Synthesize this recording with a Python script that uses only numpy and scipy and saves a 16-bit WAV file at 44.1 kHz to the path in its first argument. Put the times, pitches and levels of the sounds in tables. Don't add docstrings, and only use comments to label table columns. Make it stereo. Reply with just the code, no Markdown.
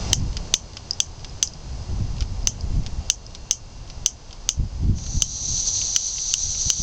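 import sys
import numpy as np
from scipy import signal
from scipy.fft import rfft, irfft, next_fast_len
from scipy.io import wavfile
from scipy.ndimage import uniform_filter1d

SR = 44100
rng = np.random.default_rng(int(sys.argv[2]) if len(sys.argv) > 2 else 0)


def pcm_store(signal):
    levels = np.round(np.clip(np.atleast_2d(signal), -1, 1) * 32767)
    wavfile.write(sys.argv[1], SR, levels.astype(np.int16).T)


N = 300762
TIME = np.arange(N) / SR


def undb(db):
    return 10 ** (np.asarray(db) / 20)


def unit(x):
    return x / np.sqrt(np.mean(x ** 2))


def curve(rows):
    return np.interp(TIME, *np.transpose(rows))


def colour(x, points):
    size = next_fast_len(2 * N)
    hz, db = np.transpose(points)
    bins = np.maximum(np.fft.rfftfreq(size, 1 / SR), 1)
    gain_db = np.interp(np.log(bins), np.log(hz), db)
    cepstrum = irfft(np.log(undb(gain_db)), size)
    cepstrum[1:size // 2] *= 2
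    cepstrum[size // 2 + 1:] = 0
    response = np.exp(rfft(cepstrum))
    return irfft(rfft(x, size) * response, size)[..., :N]


def noise(points):
    return unit(colour(rng.standard_normal(N), points))


def spread(points, apart_db):
    shared = noise(points)
    apart = undb(apart_db) * noise(points)
    return unit(shared + apart * np.array([[1], [-1]]))


def walk(rate):
    knots = rng.standard_normal(1024)
    return 1.2 * np.interp(TIME * rate, np.arange(len(knots)), knots)


def low_pass(x, hz):
    return signal.sosfiltfilt(signal.butter(20, hz, fs=SR, output="sos"), x)


def delay(x, seconds):
    return np.interp(TIME - seconds, TIME, x, left=0)


def add(track, s, sound):
    start = int(s * SR)
    part = sound[..., :N - start]
    track[..., start:start + part.shape[-1]] += part


def fade(t60):
    return undb(-60 * TIME[:SR // 4] / t60)


def bursts(rows, points, shape):
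    track, grain = np.zeros(N), noise(points)
    for s, db in rows:
        burst = np.roll(grain, -int(s * SR))[:len(shape)] * shape
        same_energy = np.sqrt(np.sum(shape ** 2) / np.sum(burst ** 2))
        add(track, s, undb(db) * burst * same_energy)
    return track


# (time [s], level [dB])
TRAFFIC_LEVEL = [(0, -45.5), (.45, -42), (.8, -45.5), (2.8, -43.5), (3.6, -46), (5.8, -44.5), (6.3, -48),
                 (6.82, -45.5)]
# (frequency [Hz], relative level [dB])
STREET_SPECTRUM = [(25, 6.5), (70, 19), (115, 17), (170, 9.5), (300, 4.5), (750, 2.5), (1100, -0.5),
                   (1600, -16), (3000, -22.5), (8300, -20.5)]
# (frequency [Hz], relative level [dB])
AIR_SPECTRUM = [(500, 5), (1500, 10), (3000, -0.5), (5000, 4), (6500, -1), (8300, -6.5)]
# (mean frequency [Hz], relative level [dB])
WHINE_TONES = [(2756, -71), (3865, -75), (4102, -74), (4339, -68), (4452, -72), (4980, -70), (5098, -71),
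               (6971, -74)]


def street(swell_db=0.03, air_db=-52, whine_db=-2, waver_hz=6, whine_wander_db=2):
    traffic_db = curve(TRAFFIC_LEVEL) + swell_db * walk(9.1)
    traffic = spread(STREET_SPECTRUM, apart_db=-33.5) * undb(traffic_db)
    air = spread(AIR_SPECTRUM, apart_db=0.5) * undb(air_db)
    whine = np.zeros(N)
    for hz, db in WHINE_TONES:
        level = undb(db + whine_wander_db * walk(1.8))
        phase = 2 * np.pi * np.cumsum(hz + waver_hz * walk(30)) / SR
        whine += level * np.sqrt(2) * np.sin(phase)
    return traffic + air + undb(whine_db) * whine


# (peak time [s], relative level [dB], time to swell or die away [s])
GUST_PEAKS = [(0.22, -26.5, 0.073), (1.33, -36, 0.029), (1.72, -32, 0.051), (1.93, -26.5, 0.032),
              (2.039, -24, 0.06), (2.36, -32.5, 0.37), (2.758, -22.5, 0.12), (2.99, -29.5, 0.023),
              (3.83, -35, 0.038), (4.614, -19.5, 0.031), (4.901, -17.5, 0.074), (5.17, -26, 0.11),
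              (5.5, -28.5, 0.067), (6.48, -34, 0.12), (6.67, -26, 0.015), (6.81, -24.5, 0.037)]


def wind_strength(skirt=1.7, breeze_db=-45, wander_db=3, wander_rate=6.9):
    breeze = undb(breeze_db + wander_db * walk(wander_rate))
    power = breeze ** 2
    for s, db, swell_s in GUST_PEAKS:
        gust = undb(db) * (1 + ((TIME - s) / swell_s) ** 2 / skirt) ** -skirt
        power = power + gust ** 2
    return 10 * np.log10(power)


BUFFET_SPECTRUM = [(15, -2), (35, 2.5), (65, 3.5), (120, -6.5), (200, -18), (350, -31), (700, -55.5),
                   (2000, -72.5)]
FLAP_SPECTRUM = [(40, -5.5), (110, 5.5), (200, -2.5), (330, -15.5), (600, -44), (2000, -57.5)]
RUSH_SPECTRUM = [(100, 16), (300, -0.5), (500, -7), (800, 5), (1200, -11.5), (2000, -4), (5000, -31.5)]
SWAY_SPECTRUM = [(12, -4), (28, 3.5), (45, 0), (80, -35.5), (300, -61)]


def wind(right_db=6, left_db=-12, eddy_db=3.0, eddy_rate=45, rush_db=-44, rush_growth=0.15,
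         gust_db=-34, hard_db=-10, hard_growth=1.3, sway_db=-32):
    gust = wind_strength() - gust_db
    eddies = eddy_db * walk(eddy_rate)
    thumps = noise(BUFFET_SPECTRUM) * undb(gust_db + gust + eddies)
    flaps = noise(FLAP_SPECTRUM) * undb(gust_db + hard_db + hard_growth * gust + eddies)
    rush = noise(RUSH_SPECTRUM) * undb(rush_db + rush_growth * gust)
    sway = noise(SWAY_SPECTRUM) * undb(sway_db + 0.27 * gust + 2.6 * walk(5.3))
    left = noise(BUFFET_SPECTRUM) * undb(gust_db + left_db + 0.22 * gust)
    right = undb(right_db) * (thumps + flaps) + rush + sway
    return np.array([left, right])


def valve(opens_s=4.947, crack_s=0.031, turn_s=0.67, leak_db=-16.5):
    since = TIME - opens_s
    leak = undb(leak_db) * np.clip(since / crack_s, 0, 1)
    turned = np.sin(np.pi / 2 * np.clip(since / turn_s, 0, 1)) ** 2
    return leak + (1 - leak) * turned


# (frequency [Hz], relative level [dB])
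JET_SPECTRUM = [(1000, -21), (2000, -21.5), (3000, -19.5), (3700, -9.5), (4000, -3), (4500, -2.5),
                (5000, -8.5), (5400, -7), (5750, 3.5), (6400, 2), (6950, -6.5), (7500, -12), (8300, -15)]


def gas(hiss_db=-31.5, flutter_db=1.3, flutter_rate=25):
    level = undb(hiss_db + flutter_db * walk(flutter_rate))
    return spread(JET_SPECTRUM, apart_db=-7.0) * valve() * level


# (time [s], relative level [dB])
TRIGGER_RETURNS = [(0.369, -27.5), (0.7694, -29), (1.2458, -31.5), (2.2068, -29), (2.2233, -32.5),
                   (2.8635, -29.5), (3.3495, -31), (3.9, -34.5), (4.3091, -39), (4.3282, -35.5),
                   (4.9842, -36.5), (5.039, -39.5), (5.0644, -32.5), (5.815, -26), (6.1829, -27.5),
                   (6.5493, -30.5)]


def trigger_knocks(catch_s=0.04, catch_db=-13, bounce_s=.004, bounce_db=-10.5):
    chance = rng.uniform(.5, 1.5, (len(TRIGGER_RETURNS), 2))
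    knocks = []
    for (s, db), (early, late) in zip(TRIGGER_RETURNS, chance):
        knocks.append((s - catch_s * early, db + catch_db))
        knocks.append((s, db))
        knocks.append((s + bounce_s * late, db + bounce_db))
    return knocks


def fidgets(count=8, until_s=2.7, level_db=-37, scatter_db=0.5):
    return [(until_s * when, level_db + scatter_db * (2 * force - 1))
            for when, force in rng.random((count, 2))]


# (time [s], relative level [dB])
HAND_TICKS = [(0.9091, -12), (0.933, -25.5), (1.4746, -19.5), (1.536, -30), (2.6089, -26.5),
              (3.2651, -27.5)]
# (frequency [Hz], relative level [dB])
TRIGGER_SPECTRUM = [(500, -20), (1300, 0), (2000, 0.5), (3000, 1.5), (4300, 1.5), (5200, 5), (6200, -4),
                    (8000, -12.5)]
# (frequency [Hz], relative level [dB])
TICK_SPECTRUM = [(1500, -43), (3200, -23), (4300, -6), (5000, 22), (6200, 8.5), (8000, -9.5)]


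def handling(return_db=-2, scrape_db=-17, scrape_t60=0.076, tick_db=-7, ping_db=-7, ping_hz=5000,
             ring_db=-25, ring_t60=0.14):
    stop = fade(.012) + undb(scrape_db) * fade(scrape_t60)
    tap = fade(.009) * (1 - fade(.003))
    trigger = bursts(trigger_knocks(), TRIGGER_SPECTRUM, stop)
    touches = HAND_TICKS + fidgets()
    ticks = bursts(touches, TICK_SPECTRUM, tap + undb(ring_db) * fade(ring_t60))
    ping = tap * np.sin(2 * np.pi * ping_hz * TIME[:len(tap)])
    pings = np.zeros(N)
    for s, db in touches:
        add(pings, s, undb(db) * ping)
    return undb(return_db) * trigger + undb(tick_db) * ticks + undb(ping_db) * pings


# (time [s], ring [dB], crack [dB], housing knock [dB]), all relative levels
IGNITER_SNAPS = [(0.1309, -2.5, -2, -3), (0.5395, 1, -3, 3), (1.0021, -2, 6, -14.5), (1.4274, 1, -5, -2),
                 (2.472, -1, -0.5, 0), (3.1, 1.5, 6.5, -22), (3.5104, 3.5, 0.5, -25), (4.0608, 3, 1, -20),
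                 (4.4902, 2, 2.5, -9), (5.221, 3.5, 5.5, -18), (5.9623, 3.5, 3.5, -1.5),
                 (6.3389, 0.5, 8, -25), (6.7013, 3.5, 11.5, -11)]
# (frequency [Hz], relative level [dB], 60 dB decay time [s])
IGNITER_MODES = [(1340, -22.5, 0.015), (3014, -11, 0.012), (3393, -14, 0.0072), (4010, -25, 0.011),
                 (4570, -53.5, 0.0039), (6230, 2, 0.0069), (7650, -1, 0.0047), (9010, -15, 0.021)]
CRACK_SPECTRUM = [(200, -22), (700, -39.5), (2000, -30.5), (2600, -16.5), (2950, 2.5), (3400, 1.5),
                  (4200, -6.5), (5200, -1.5), (6200, -8), (8300, 0)]
KNOCK_SPECTRUM = [(200, -10.5), (700, -23.5), (1150, -18), (1400, -15.5), (2100, -6), (2600, -8.5),
                  (4000, -6), (8000, -42)]
SPRING_SPECTRUM = [(1400, -19), (2200, -12.5), (2750, -14), (3100, -1.5), (3500, -14), (4200, -14),
                   (4800, -5.5), (6200, 4), (7000, -1), (7500, -4), (8300, -11.5)]


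def igniter(ring_db=-6, crack_db=-15, knock_db=-19, contact_s=0.0024, rise_s=0.00032,
            spring_db=-27, spring_t60=0.14, ground_s=.0052, ground_db=-17):
    t = TIME[:SR // 4]
    rise = 1 - np.exp(-(t / rise_s) ** 2)
    contact = rise * np.exp(-(t / contact_s) ** 4)
    ring, shiver = np.zeros(N), np.zeros(N)
    for s, db, _, _ in IGNITER_SNAPS:
        detune = 1 + 0.011 * rng.standard_normal(len(IGNITER_MODES))
        modes = np.zeros(len(t))
        for (hz, mode_db, t60), shift in zip(IGNITER_MODES, detune):
            modes += undb(mode_db) * fade(t60) * np.sin(2 * np.pi * hz * shift * t)
        add(ring, s, undb(db + ring_db) * rise * modes)
        add(shiver, s, undb(db + spring_db) * rise * fade(spring_t60))
    cracks = [(s, db) for s, _, db, _ in IGNITER_SNAPS]
    knocks = [(s, db) for s, _, _, db in IGNITER_SNAPS]
    crack = undb(crack_db) * bursts(cracks, CRACK_SPECTRUM, contact)
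    knock = undb(knock_db) * bursts(knocks, KNOCK_SPECTRUM, contact)
    snap = ring + crack + knock
    echo = undb(ground_db) * delay(snap, ground_s)
    return snap + echo + shiver * spread(SPRING_SPECTRUM, apart_db=3.5)


def scene():
    return street() + wind() + gas() + handling() + igniter()


def hold(x, release_s):
    sink = TIME / release_s
    return np.exp(np.maximum.accumulate(np.log(x + 1e-9) + sink) - sink)


def gain_control(x, rest_db=14, threshold_db=-21, quick_share=0.31, quick_s=0.27,
                 slow_share=0.56, slow_s=60, lag_s=0.0037):
    power = uniform_filter1d(np.max(x ** 2, axis=0), size=176)
    level_db = 10 * np.log10(np.abs(power) + 1e-12)
    excess = np.maximum(level_db - threshold_db, 0)
    cut = quick_share * hold(excess, quick_s) + slow_share * hold(excess, slow_s)
    return x * undb(rest_db - delay(cut, lag_s))


# (frequency [Hz], left gain [dB], right gain [dB])
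PORT_RESONANCES = [(910, 0, -1.5), (1914, -4.5, -4.5), (3115, 3.5, 7.5), (3940, -2, 6), (5070, 6.5, 9.5),
                   (5280, 5, 5.5), (6076, 16, 1), (6234, 13.5, -15.5), (6660, 11, 2), (6700, 10, 1.5),
                   (7660, 4.5, -4.5), (8940, -3, 2)]


def record(dry, ceiling=1.0, band_hz=8400, top_hz=18000):
    left = colour(dry[0], [(hz, db) for hz, db, _ in PORT_RESONANCES])
    right = colour(dry[1], [(hz, db) for hz, _, db in PORT_RESONANCES])
    levelled = gain_control(np.array([left, right]))
    overloaded = np.clip(levelled, -ceiling, ceiling)
    narrow = low_pass(overloaded, band_hz)
    return low_pass(np.clip(narrow, -1, 1), top_hz)


dry = scene()
out = record(dry)
pcm_store(out)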